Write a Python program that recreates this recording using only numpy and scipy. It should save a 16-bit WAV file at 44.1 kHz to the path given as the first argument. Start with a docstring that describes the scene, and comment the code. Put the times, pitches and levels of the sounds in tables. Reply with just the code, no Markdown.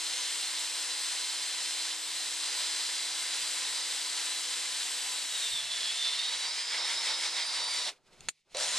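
"""Close to a phone, a cordless drill bores through a steel section held in a vice: motor hum once a turn, gear whine
over the rush of fan and brushes, cutting noise and sizzling swarf; soft jolts ring the bench. As the bit breaks through,
the speed sags and wavers and the second mesh squeals; then the steel is rubbed once a spindle turn. The drill stops,
its reverse lever clicks as the workshop hiss and rumble fade and swell, and it spins up again with growl and groan.
Noises are shaped bands and whines are sines locked to the motor's turning; the phone's two ports hear it in stereo."""
import sys
import numpy as np
from scipy import signal
from scipy.fft import rfft, irfft, next_fast_len
from scipy.io import wavfile
from scipy.ndimage import uniform_filter1d, map_coordinates

SR = 44100
rng = np.random.default_rng(int(sys.argv[2]) if len(sys.argv) > 2 else 0)


def master_out(mix):
    """Clip the mix to full scale and print it as 16-bit PCM to the path in sys.argv[1]."""
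    frames = np.transpose(np.atleast_2d(mix))
    ceiling = np.clip(frames, -1, 1)
    pcm = np.round(ceiling * 32767).astype(np.int16)
    wavfile.write(sys.argv[1], SR, pcm)


N = 387198
T = np.arange(N) / SR  # time, s
FFT_SIZE = next_fast_len(N + SR // 4)  # padded so that tails do not wrap round
F = np.maximum(np.arange(FFT_SIZE // 2 + 1) * SR / FFT_SIZE, 1)  # Hz

# Spectra are (frequency [Hz], level [dB per Hz]), relative where the band is later brought to unit level.
# Resonances are (frequency [Hz], width [Hz], gain [dB]).

# the motor under load, before rubs and inertia: (time [s], motor speed [Hz], rush base level [dB])
MOTOR_COURSE = [(0, 325, -39.5), (0.76, 322, -41), (0.98, 322.2, -40), (1.88, 321.6, -40.5),
                (2.0, 318.7, -43.5), (2.6, 320.3, -39), (3.25, 317.6, -40.5), (4.0, 317, -41),
                (4.27, 312.6, -39.5), (4.45, 317.6, -40.5), (5.05, 312, -40.5), (5.3, 304.8, -42),
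                (5.4, 297.2, -40), (5.49, 280.5, -41), (5.525, 295, -44), (5.6, 269, -42),
                (5.69, 275.2, -43.5), (5.9, 266, -40), (5.99, 284.7, -41), (6.1, 279, -42.5),
                (6.3, 300.5, -42), (6.44, 308.8, -42.5), (6.53, 324.5, -44), (6.72, 333.4, -43.5),
                (6.9, 337.7, -41.5), (7.15, 333.4, -42), (7.33, 332.6, -41.5), (7.42, 323.3, -42.5),
                (7.51, 318.5, -43), (7.6, 305.8, -43.5), (7.72, 315.4, -43), (7.81, 308.3, -40.5),
                (7.87, 293, -41.5), (7.95, 261, -45.5), (8.53, 60.1, -62), (8.58, 121.7, -43.5),
                (8.6, 146, -39), (8.625, 179, -37.5), (8.645, 197.6, -39), (8.68, 223.9, -38.5),
                (8.72, 233.5, -39), (8.78, 245, -38)]
# stages of the job (boring, boring deeper, breaking through from 5.27 s, rubbing the hole from 6.43 s, losing grip
# from 7.8 s, spinning up from 8.2 s), each held until the next:
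# (start [s], cutting base level [dB], chip sizzle base level [dB], unbalance hum [dB],
# first mesh [dB to rush base], second mesh [dB to rush base], first mesh octave [dB to rush base])
JOB_STAGES = [(0, -55, -43, -63, -8, -7.5, -29), (2.4, -52, -43.5, -62.5, -5, -8, -32),
              (4.2, -55.5, -43, -63.5, -7, -7.5, -28), (5.27, -59, -42.5, -73, -20, -12, -30),
              (5.65, -58.5, -56, -77, -12, -7, -29), (6.05, -51, -79, -69.5, -12, -7, -14),
              (6.27, -50.5, -80, -69, -5, -11, -26), (6.43, -48, -85, -68, 4, -16, -25),
              (6.72, -45.5, -86, -62, 1, -17, -22), (7.45, -46.5, -90, -65, 2.5, -23, -8),
              (7.8, -46, -90, -67, -4, -14, -17), (8.2, -49, -77, -74, -26, -27, -11),
              (8.6, -46, -70, -74, -24, -27, -2), (8.65, -51, -60, -70, -20, -27, -7),
              (8.68, -48, -60, -66, -14, -27, 0), (8.72, -46, -64, -62, -8, -37, -9)]
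# fan and brush rush, and the drill housing that resonates with it
RUSH_SPECTRUM = [(60, -70), (110, -42), (265, -22.5), (372, -23.5), (490, -14.5), (605, -16.5),
                 (1170, -11.5), (1940, -2.5), (4160, -1), (6630, -4.5), (8540, -3.5), (10500, -11),
                 (11500, -19), (14200, -36)]
HOUSING_MODES = [(1005, 59, 7.5), (2280, 640, -3.5), (3680, 380, 2), (3740, 83, -1.5), (3880, 130, -4),
                 (4240, 200, 5.5), (4430, 350, -7), (7410, 290, 4.5), (8050, 320, -5.5)]
# cutting noise, and the ringing steel section
CUT_SPECTRUM = [(100, -72), (350, -27.5), (460, -8.5), (1400, -5), (3000, -16), (4500, 1), (6000, -8.5),
                (9000, -49), (12000, -58)]
STEEL_MODES = [(965, 147, 8), (3810, 450, 15.5), (5610, 480, 11)]
# scraping, and the bit and chuck that throb harder with each rub
SCRAPE_SPECTRUM = [(300, -44), (700, -7.5), (1500, -5), (3000, -6), (5000, 0), (8000, -27), (11000, -46)]
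BIT_MODES = [(2150, 820, 15.5), (3307, 490, 12), (5800, 450, 7), (7370, 500, 5)]
# how hard the bit scrapes: (time [s], level [dB to cutting base])
SCRAPE_COURSE = [(0, 3.5), (5.2, 3), (5.55, 12), (6.1, 9), (6.5, 5), (7.9, 2.5), (8.55, 3), (8.78, -2)]
# side lines of the first mesh: (multiple of motor speed, level [dB to the mesh])
MESH_SIDE_LINES = [(14, -17), (16, -11)]
# fainter gearbox lines that follow the rush: (multiple of motor speed), then (level [dB to rush])
FAINT_GEAR_MULTIPLES = [1.34, 1.555, 2.33, 2.58, 3.25, 6.5, 9.75, 13, 13.5, 19.5]
FAINT_GEAR_DB = [-33.5, -31.5, -28, -27, -26.5, -19.5, -14.5, -26, -28, -14]
# rough gear bands riding on the motor speed: (multiple of motor speed), then (flutter rate [Hz], level [dB to rush])
ROUGH_GEAR_MULTIPLES = [13.03, 13.5, 11.2]
ROUGH_GEAR_BANDS = [(60, -10.5), (70, -16), (90, -15.5)]
# the second mesh squeals as the bit grabs the rim: (start [s], length [s], final level [dB])
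RIM_SQUEALS = [(5.31, .07, -42), (5.415, 0.06, -37), (5.52, 0.082, -36.5), (5.62, .05, -45),
               (5.69, 0.099, -39), (5.775, 0.063, -37), (5.85, 0.061, -36), (5.995, 0.14, -33.5),
               (6.18, 0.053, -33), (6.255, 0.037, -33.5), (6.325, 0.016, -37), (6.4, 0.031, -38)]
# the housing groans under a jerk of torque: (start [s], length [s], level [dB])
HOUSING_GROANS = [(7.88, 0.0098, -48.5), (8.548, 0.093, -46)]
GROAN_SPECTRUM = [(250, -39), (480, -15.5), (600, -10), (720, -12), (900, -16), (3000, -61)]
# teeth chattering
RATTLE_SPECTRUM = [(1500, -44), (3000, -6.5), (3800, -2.5), (4400, -4), (5200, -11), (8000, -31.5)]
# swarf off the bit
SIZZLE_SPECTRUM = [(4000, -46), (6500, -16), (8000, 12.5), (10000, -8.5), (12000, -6), (14200, -25)]
# lever, trigger and chuck: (time [s], crack level [dB], body level [dB], 60 dB ring [s]), before shaping
SNAP_TIMES = [(8.2066, -35, -67, .01), (8.2864, -15.5, -18.5, 0.0087), (8.2906, -10, -38, 0.0028),
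              (8.518, -56, -47.5, 0.011), (8.548, -30, -32.5, 0.0083), (8.569, -22.5, -50, 0.013)]
# plastic modes, balanced against each other: (frequency [Hz], level [dB])
SNAP_MODES = [(2700, -8), (3350, -9.5), (4300, -10), (6700, -8), (8500, -10)]
# crack, lever resonances and the duller housing knock
CRACK_SPECTRUM = [(800, -22), (2000, -1), (6000, 3.5), (8500, 3.5), (11000, -5.5), (14000, -23)]
LEVER_MODES = [(3000, 1100, -3.5), (5300, 740, -5), (6600, 730, -3), (8500, 900, -3)]
KNOCK_SPECTRUM = [(60, -9), (300, 3), (700, 10), (1500, 1.5), (2500, -9), (5000, -30.5)]
# the bench is jolted: (time [s], level [dB], frequency [Hz], 60 dB ring [s])
BENCH_JOLTS = [(3.42, -57, 129.3, .12), (5.51, -55, 109.9, 0.18), (5.51, -60, 65, 0.33),
               (5.54, -51, 170, 0.094), (5.62, -61, 127, 0.47)]
# the background fades and swells back while the motor rests:
# (time [s], hiss level [dB], low hiss level [dB], rumble level [dB])
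BACKGROUND_COURSE = [(0, -80, -76, -80.5), (7.6, -74, -79, -80.5), (7.9, -47, -59.5, -76),
                     (7.96, -69, -71, -81), (8.025, -76, -81, -81), (8.08, -67.5, -68, -74),
                     (8.28, -59, -63, -60), (8.31, -68, -82, -87), (8.37, -76, -92, -94),
                     (8.44, -83, -93, -92), (8.49, -75, -74, -80), (8.53, -63, -71, -71),
                     (8.78, -62, -68, -73)]
# distant workshop air
HISS_SPECTRUM = [(1200, -47), (2000, -9.5), (4200, -11), (8700, -18.5), (14000, -32)]
LOW_HISS_SPECTRUM = [(150, -50.5), (300, -12), (1600, -19.5), (2400, -42)]
RUMBLE_SPECTRUM = [(20, 3), (50, -5.5), (100, -6.5), (170, -2.5), (260, -7.5), (400, -67)]
# the two microphone ports: (frequency [Hz], left minus right [dB])
PORT_SHADING = [(40, -2.5), (200, -2), (2250, -0.5), (4120, -1.5), (6000, -1.5), (8500, 9), (12000, 0.5)]
# (frequency [Hz], phase by which left leads [rad])
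PORT_LEAD = [(2600, 0.18), (4100, 0.5), (6900, 0.5), (9700, -1.5), (13500, -3)]
# scatter from bench and walls: (frequency [Hz], level [dB to direct])
SCATTER_SPECTRUM = [(60, 0), (130, -10.5), (280, -1.5), (620, -18), (1340, -14), (2920, -16.5), (6340, -5),
                    (13800, -5)]
# the drill leans as it breaks through: (time [s], left minus right [dB])
LEAN_COURSE = [(0, 0), (5.4, 0), (5.7, -0.4), (8.78, -0.3)]

FIRST_MESH, SECOND_MESH, MESH_OCTAVE, PLANET = 15, 12.6, 30, .777  # multiples of motor speed
GEARING = 54.2  # motor turns per spindle turn
THROUGH_S, RUB_S = 6.45, 6.91  # the bit is through; the moment of one rub
EASE_S = 7.4  # the feed eases and the rub no longer drags the motor
RUB_DB, RUB_RUSH_DB, RUB_SAG_HZ, SAG_LAG_RAD = 3.5, 2, 4.19, 1.204
RELEASE_S, PULL_S = 7.893, 8.548  # the trigger is let go and pulled again
BRAKE_DB_PER_S, START_DB_PER_S = 901, 4000
BLEND_S, CHATTER_LAG_S, CHIPS_FADE_S = 0.037, 0.15, .25
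SQUEAL_SWELL_DB, SQUEAL_EDGE_DB_PER_S = 2, 1199
GROAN_RISE_DB_PER_S, GROAN_FALL_DB_PER_S = 596, 103
THIRD_DB = -11  # third multiple of the second mesh after the pull, dB to rush
GROWL_HZ, GROWL_HZ_PER_S, GROWL_S, GROWL_DB = 500, 2900, 0.086, -43.5
SNAP_SCATTER_DB, SNAP_NOISE_DB = 1.5, -7
MAINS_HZ, MAINS_DB = 150, -1.8  # dB to rumble
ROOM_T60_S = 0.053
GEAR_SCATTER_DB = -7  # the gearbox is close: its whines scatter less
TOP_HZ = 14200


def drill():
    """Noises (direct, left scatter, right scatter), tones locked to the motor's turning, and the chip gain."""
    hz, rush_db = curves(MOTOR_COURSE)
    cut_db, chips_db, hum_db, first_db, second_db, octave_db = stages()
    on_db = np.maximum(BRAKE_DB_PER_S * (RELEASE_S - T), START_DB_PER_S * (T - PULL_S))
    on = undb(np.clip(on_db, -90, 0))
    rub, turn = turning(hz)

    first_db, octave_db = first_db + rush_db, octave_db + rush_db
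    squeal_db = bursts(RIM_SQUEALS, SQUEAL_EDGE_DB_PER_S, SQUEAL_EDGE_DB_PER_S, SQUEAL_SWELL_DB)
    second_db = np.maximum(second_db + rush_db, squeal_db)
    rush_db = rush_db + RUB_RUSH_DB * rub
    load = undb(2.0 * walk(110))  # the loaded mesh grips and slips

    noise = rush_and_cutting(turn, rub, rush_db, cut_db)
    tones = gear_lines(turn, load, rush_db, hum_db, first_db, second_db, octave_db)
    tones += growl() + groan() + rattle(load, second_db)
    chip_gain = undb(uniform_filter1d(chips_db, int(CHIPS_FADE_S * SR)))
    return on * noise, on * tones, on * chip_gain


def turning(hz):
    """Rub cycle (-1 to 1) and motor angle [rad]: each rub drags the motor, whose inertia smooths the speed."""
    spindle = 2 * np.pi * np.cumsum(hz) / SR / GEARING
    spindle -= spindle[int(RUB_S * SR)]
    rubbing = (T > THROUGH_S) & (T < RELEASE_S)
    hz = hz - RUB_SAG_HZ * np.cos(spindle - SAG_LAG_RAD) * rubbing * (T < EASE_S)
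    hz = uniform_filter1d(hz, size=SR // 60)
    waver = 0.0007 * walk(40) + .002 * walk(14) + .002 * walk(5) * (T < 5.2)
    turn = 2 * np.pi * np.cumsum(hz * (1 + waver)) / SR
    return np.cos(spindle) * rubbing, turn


def rush_and_cutting(turn, rub, rush_db, cut_db):
    """Three unrelated copies of gritty noise through housing, steel and bit, whose resonances slide."""
    # planet gears beat the rush a little on every pass
    beat = 1 + 0.2 * np.cos(PLANET * turn) + 0.11 * np.cos(2 * PLANET * turn)
    rush_level = rush_db + 4.0 + 0.59 * walk(12)
    steel_level = cut_db + 8.0 + 1.7 * walk(30) + 0.3 * walk(2.936)
    scrape_level = cut_db + RUB_DB * rub + curves(SCRAPE_COURSE)[0] + 0.87 * walk(30)
    # (gate, spectrum, resonances, size scatter dB, level dB)
    layers = [(beat, RUSH_SPECTRUM, HOUSING_MODES, 1.55, rush_level),
              (1, CUT_SPECTRUM, STEEL_MODES, 1.5, steel_level),
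              (1, SCRAPE_SPECTRUM, BIT_MODES, 1.8, scrape_level)]
    drifts = [share * walk(5) for share in (.004, .018, .018)]  # grip and pressure shift the resonances
    copies = []
    for _ in range(3):
        copy = np.zeros(N)
        for (gate, band, modes, scatter_db, db), drift in zip(layers, drifts):
            shaped = unit(colour(grit(scatter_db) * gate, band, modes))
            copy += wander(shaped, drift) * undb(db)
        copies.append(copy)
    return np.array(copies)


def gear_lines(turn, load, rush_db, hum_db, first_db, second_db, octave_db):
    """Unbalance hums once a turn and gear meshes whine at multiples of the motor speed, flickering in level."""
    def line(multiple, db, flicker_db):
        """A flickering sine at a multiple of the motor speed."""
        level = np.sqrt(2) * undb(db + flicker_db * walk(25))
        return level * np.sin(multiple * turn + 2 * np.pi * rng.random())

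    tones = line(1, hum_db, .8)
    tones += np.sqrt(load) * line(FIRST_MESH, first_db, .7)
    tones += load * line(SECOND_MESH, second_db, 1.2)
    tones += load * undb(2.5 * walk(200)) * line(MESH_OCTAVE, octave_db, 1.)
    for multiple, db in MESH_SIDE_LINES:
        tones += line(multiple, first_db + db, 3.)
    for multiple, db in zip(FAINT_GEAR_MULTIPLES, FAINT_GEAR_DB):
        tones += line(multiple, rush_db + db, 3.)
    for multiple, (rate, db) in zip(ROUGH_GEAR_MULTIPLES, ROUGH_GEAR_BANDS):
        band = walk(rate) * np.sin(multiple * turn) + walk(rate) * np.cos(multiple * turn)
        tones += undb(rush_db + db) * band * (T < RELEASE_S)
    tones += load * line(3 * SECOND_MESH, rush_db + THIRD_DB, 2.) * (T > PULL_S)
    return tones


def growl():
    """The stalled windings growl, rising in pitch as the rotor frees itself."""
    since = T - PULL_S
    hz = GROWL_HZ + GROWL_HZ_PER_S * np.clip(since, 0, 1)
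    phase = 2 * np.pi * np.cumsum(hz * (1 + 0.0315 * walk(80))) / SR
    level_db = GROWL_DB + 3.5 * walk(70) - 1000 * np.maximum(since - GROWL_S, 0)
    return undb(level_db) * np.sin(phase) * (since > 0)


def groan():
    """The housing groans under jerks of torque: short bursts of band noise."""
    level_db = bursts(HOUSING_GROANS, GROAN_RISE_DB_PER_S, GROAN_FALL_DB_PER_S, 0)
    return unit(colour(grit(1.44), GROAN_SPECTRUM)) * undb(level_db)


def rattle(load, second_db):
    """Teeth chatter around the second mesh's whine, slower to come and go."""
    chatter_db = uniform_filter1d(second_db, int(CHATTER_LAG_S * SR))
    return unit(colour(grit(2.5) * load, RATTLE_SPECTRUM)) * undb(chatter_db + 2.0)


def chips(gain):
    """Swarf sizzles off the bit as gritty noise, nearer the left port."""
    shared, own = (unit(colour(grit(1.83), SIZZLE_SPECTRUM)) for _ in range(2))
    right = undb(-5.5) * shared + undb(-12.0) * own
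    return gain * undb(1.55 * walk(22.27)) * np.array([shared, right])


def clicks():
    """Plastic snaps: struck modes with a noisy crack, and a duller knock of the housing."""
    crack, knock = np.zeros(N), np.zeros(N)
    t = T[:SR // 10]
    hz, mode_db = np.transpose(SNAP_MODES)
    for s, db, body_db, ring in SNAP_TIMES:
        i = int(s * SR)
        noise = rng.standard_normal(len(t))
        gain = undb(mode_db + SNAP_SCATTER_DB * rng.standard_normal(len(hz)))
        phase = 2 * np.pi * rng.random((len(hz), 1))
        modes = gain / np.sqrt(np.sum(gain ** 2)) @ np.sin(2 * np.pi * np.outer(hz, t) + phase)
        strike = (1 - np.exp(-t / 0.00016)) * 1000. ** (-t / max(ring, .002))
        tail = undb(-29) * 1000. ** (-t / 0.052)
        crack[i:i + len(t)] += undb(db) * (modes * strike + noise * (undb(SNAP_NOISE_DB) * strike + tail))
        knock[i:i + len(t)] += undb(body_db) * noise * (strike + tail)
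    return colour(crack, CRACK_SPECTRUM, LEVER_MODES) + colour(knock, KNOCK_SPECTRUM)


def thumps():
    """Low decaying rings of the bench after a soft push."""
    out = np.zeros(N)
    for s, db, hz, ring in BENCH_JOLTS:
        t = np.maximum(T - s, 0)
        envelope = (1 - np.exp(-t / 0.0055)) * 1000. ** (-t / ring)
        out += undb(db) * np.sin(2 * np.pi * hz * t) * envelope
    return out


def workshop():
    """Distant hiss with a wavering mains tone, and three unrelated copies of low rumble."""
    hiss_db, low_db, rumble_db = curves(BACKGROUND_COURSE)
    near = np.zeros(N)
    for band, db in [(HISS_SPECTRUM, hiss_db), (LOW_HISS_SPECTRUM, low_db)]:
        near += unit(colour(rng.standard_normal(N), band)) * undb(db + 2.4 * walk(50))
    rumble = np.array([unit(colour(rng.standard_normal(N), RUMBLE_SPECTRUM)) for _ in range(3)])
    rumble *= undb(1.7 * walk(8))
    buzz = undb(MAINS_DB + 1.5 * walk(6.2)) * np.sin(2 * np.pi * MAINS_HZ * T)
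    return near + buzz * undb(rumble_db), rumble * undb(rumble_db)


def undb(db):
    """Amplitude from dB."""
    return 10 ** (np.asarray(db) / 20)


def unit(x):
    """Scales x to an rms of one."""
    return x / np.sqrt(np.mean(x ** 2))


def curves(table):
    """Columns of a table, joined in time."""
    s, *columns = np.transpose(table)
    return [np.interp(T, s, c) for c in columns]


def stages():
    """Stage columns held in time, with short blends."""
    s, *columns = np.transpose(JOB_STAGES)
    now = np.searchsorted(s, T, side="right") - 1
    return [uniform_filter1d(c[now], int(BLEND_S * SR)) for c in columns]


def bursts(table, rise, fall, swell_db):
    """Level in dB of the loudest burst: each rises, swells while held, and falls (dB per s)."""
    levels = []
    for s, length, db in table:
        swell = swell_db * (np.clip((T - s) / length, 0, 1) - 1)
        levels.append(db + swell - rise * np.maximum(s - T, 0) - fall * np.maximum(T - s - length, 0))
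    return np.max(levels, axis=0)


def over_hz(table):
    """A spectrum table, joined on a log-frequency axis."""
    hz, value = np.transpose(table)
    return np.interp(np.log(F), np.log(hz), value)


def colour(x, spectrum, modes=()):
    """Shapes x by a smooth spectrum with resonant humps."""
    db = over_hz(spectrum)
    for hz, width, gain_db in modes:
        db = db + gain_db / (1 + (2 * (F - hz) / width) ** 2)
    return irfft(rfft(x, FFT_SIZE) * undb(db), FFT_SIZE)[:N]


def walk(rate):
    """Random levels held 1 / rate s and slewed twice, with an rms of one."""
    k = int(SR / rate)
    held = np.repeat(rng.standard_normal(N // k + 1), k)
    return unit(uniform_filter1d(uniform_filter1d(held, k), k)[:N])


def grit(scatter_db):
    """Noise whose samples scatter in size, like chips and brush sparks."""
    return rng.standard_normal(N) * undb(scatter_db * rng.exponential(size=N))


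def wander(x, drift):
    """Plays x a little faster or slower, so that its resonances slide."""
    return map_coordinates(x, [np.arange(N) + np.cumsum(drift)], order=3, mode="mirror")


def scene():
    """Both ports get the direct sound with their own shading, plus unrelated scatter from bench and walls."""
    noise, tones, chip_gain = drill()
    shop, rumble = workshop()
    noise = rfft(noise + rumble, FFT_SIZE)
    near = rfft(clicks() + thumps() + shop, FFT_SIZE)
    gears = rfft(tones, FFT_SIZE)

    t = T[:SR // 5]
    tails = rng.standard_normal((2, len(t))) * 1000. ** (-t / ROOM_T60_S)
    tails /= np.sqrt(np.sum(tails ** 2, axis=1, keepdims=True))
    wet = undb(over_hz(SCATTER_SPECTRUM))
    scatter = noise[1:] + (near + undb(GEAR_SCATTER_DB) * gears) * rfft(tails, FFT_SIZE)
    heard = (noise[0] + near + gears + wet * scatter) / np.sqrt(1 + wet ** 2)

    side = np.array([[.5], [-.5]])  # left, right
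    ports = undb(side * over_hz(PORT_SHADING)) * np.exp(1j * side * over_hz(PORT_LEAD))
    stereo = irfft(heard * ports, FFT_SIZE)[:, :N]
    return stereo * undb(side * curves(LEAN_COURSE)[0]) + chips(chip_gain)


def record(dry):
    """The phone cuts the top with a steep low-pass."""
    return signal.sosfilt(signal.ellip(10, .2, 70, TOP_HZ, fs=SR, output="sos"), dry)


dry = scene()
out = record(dry)
master_out(out)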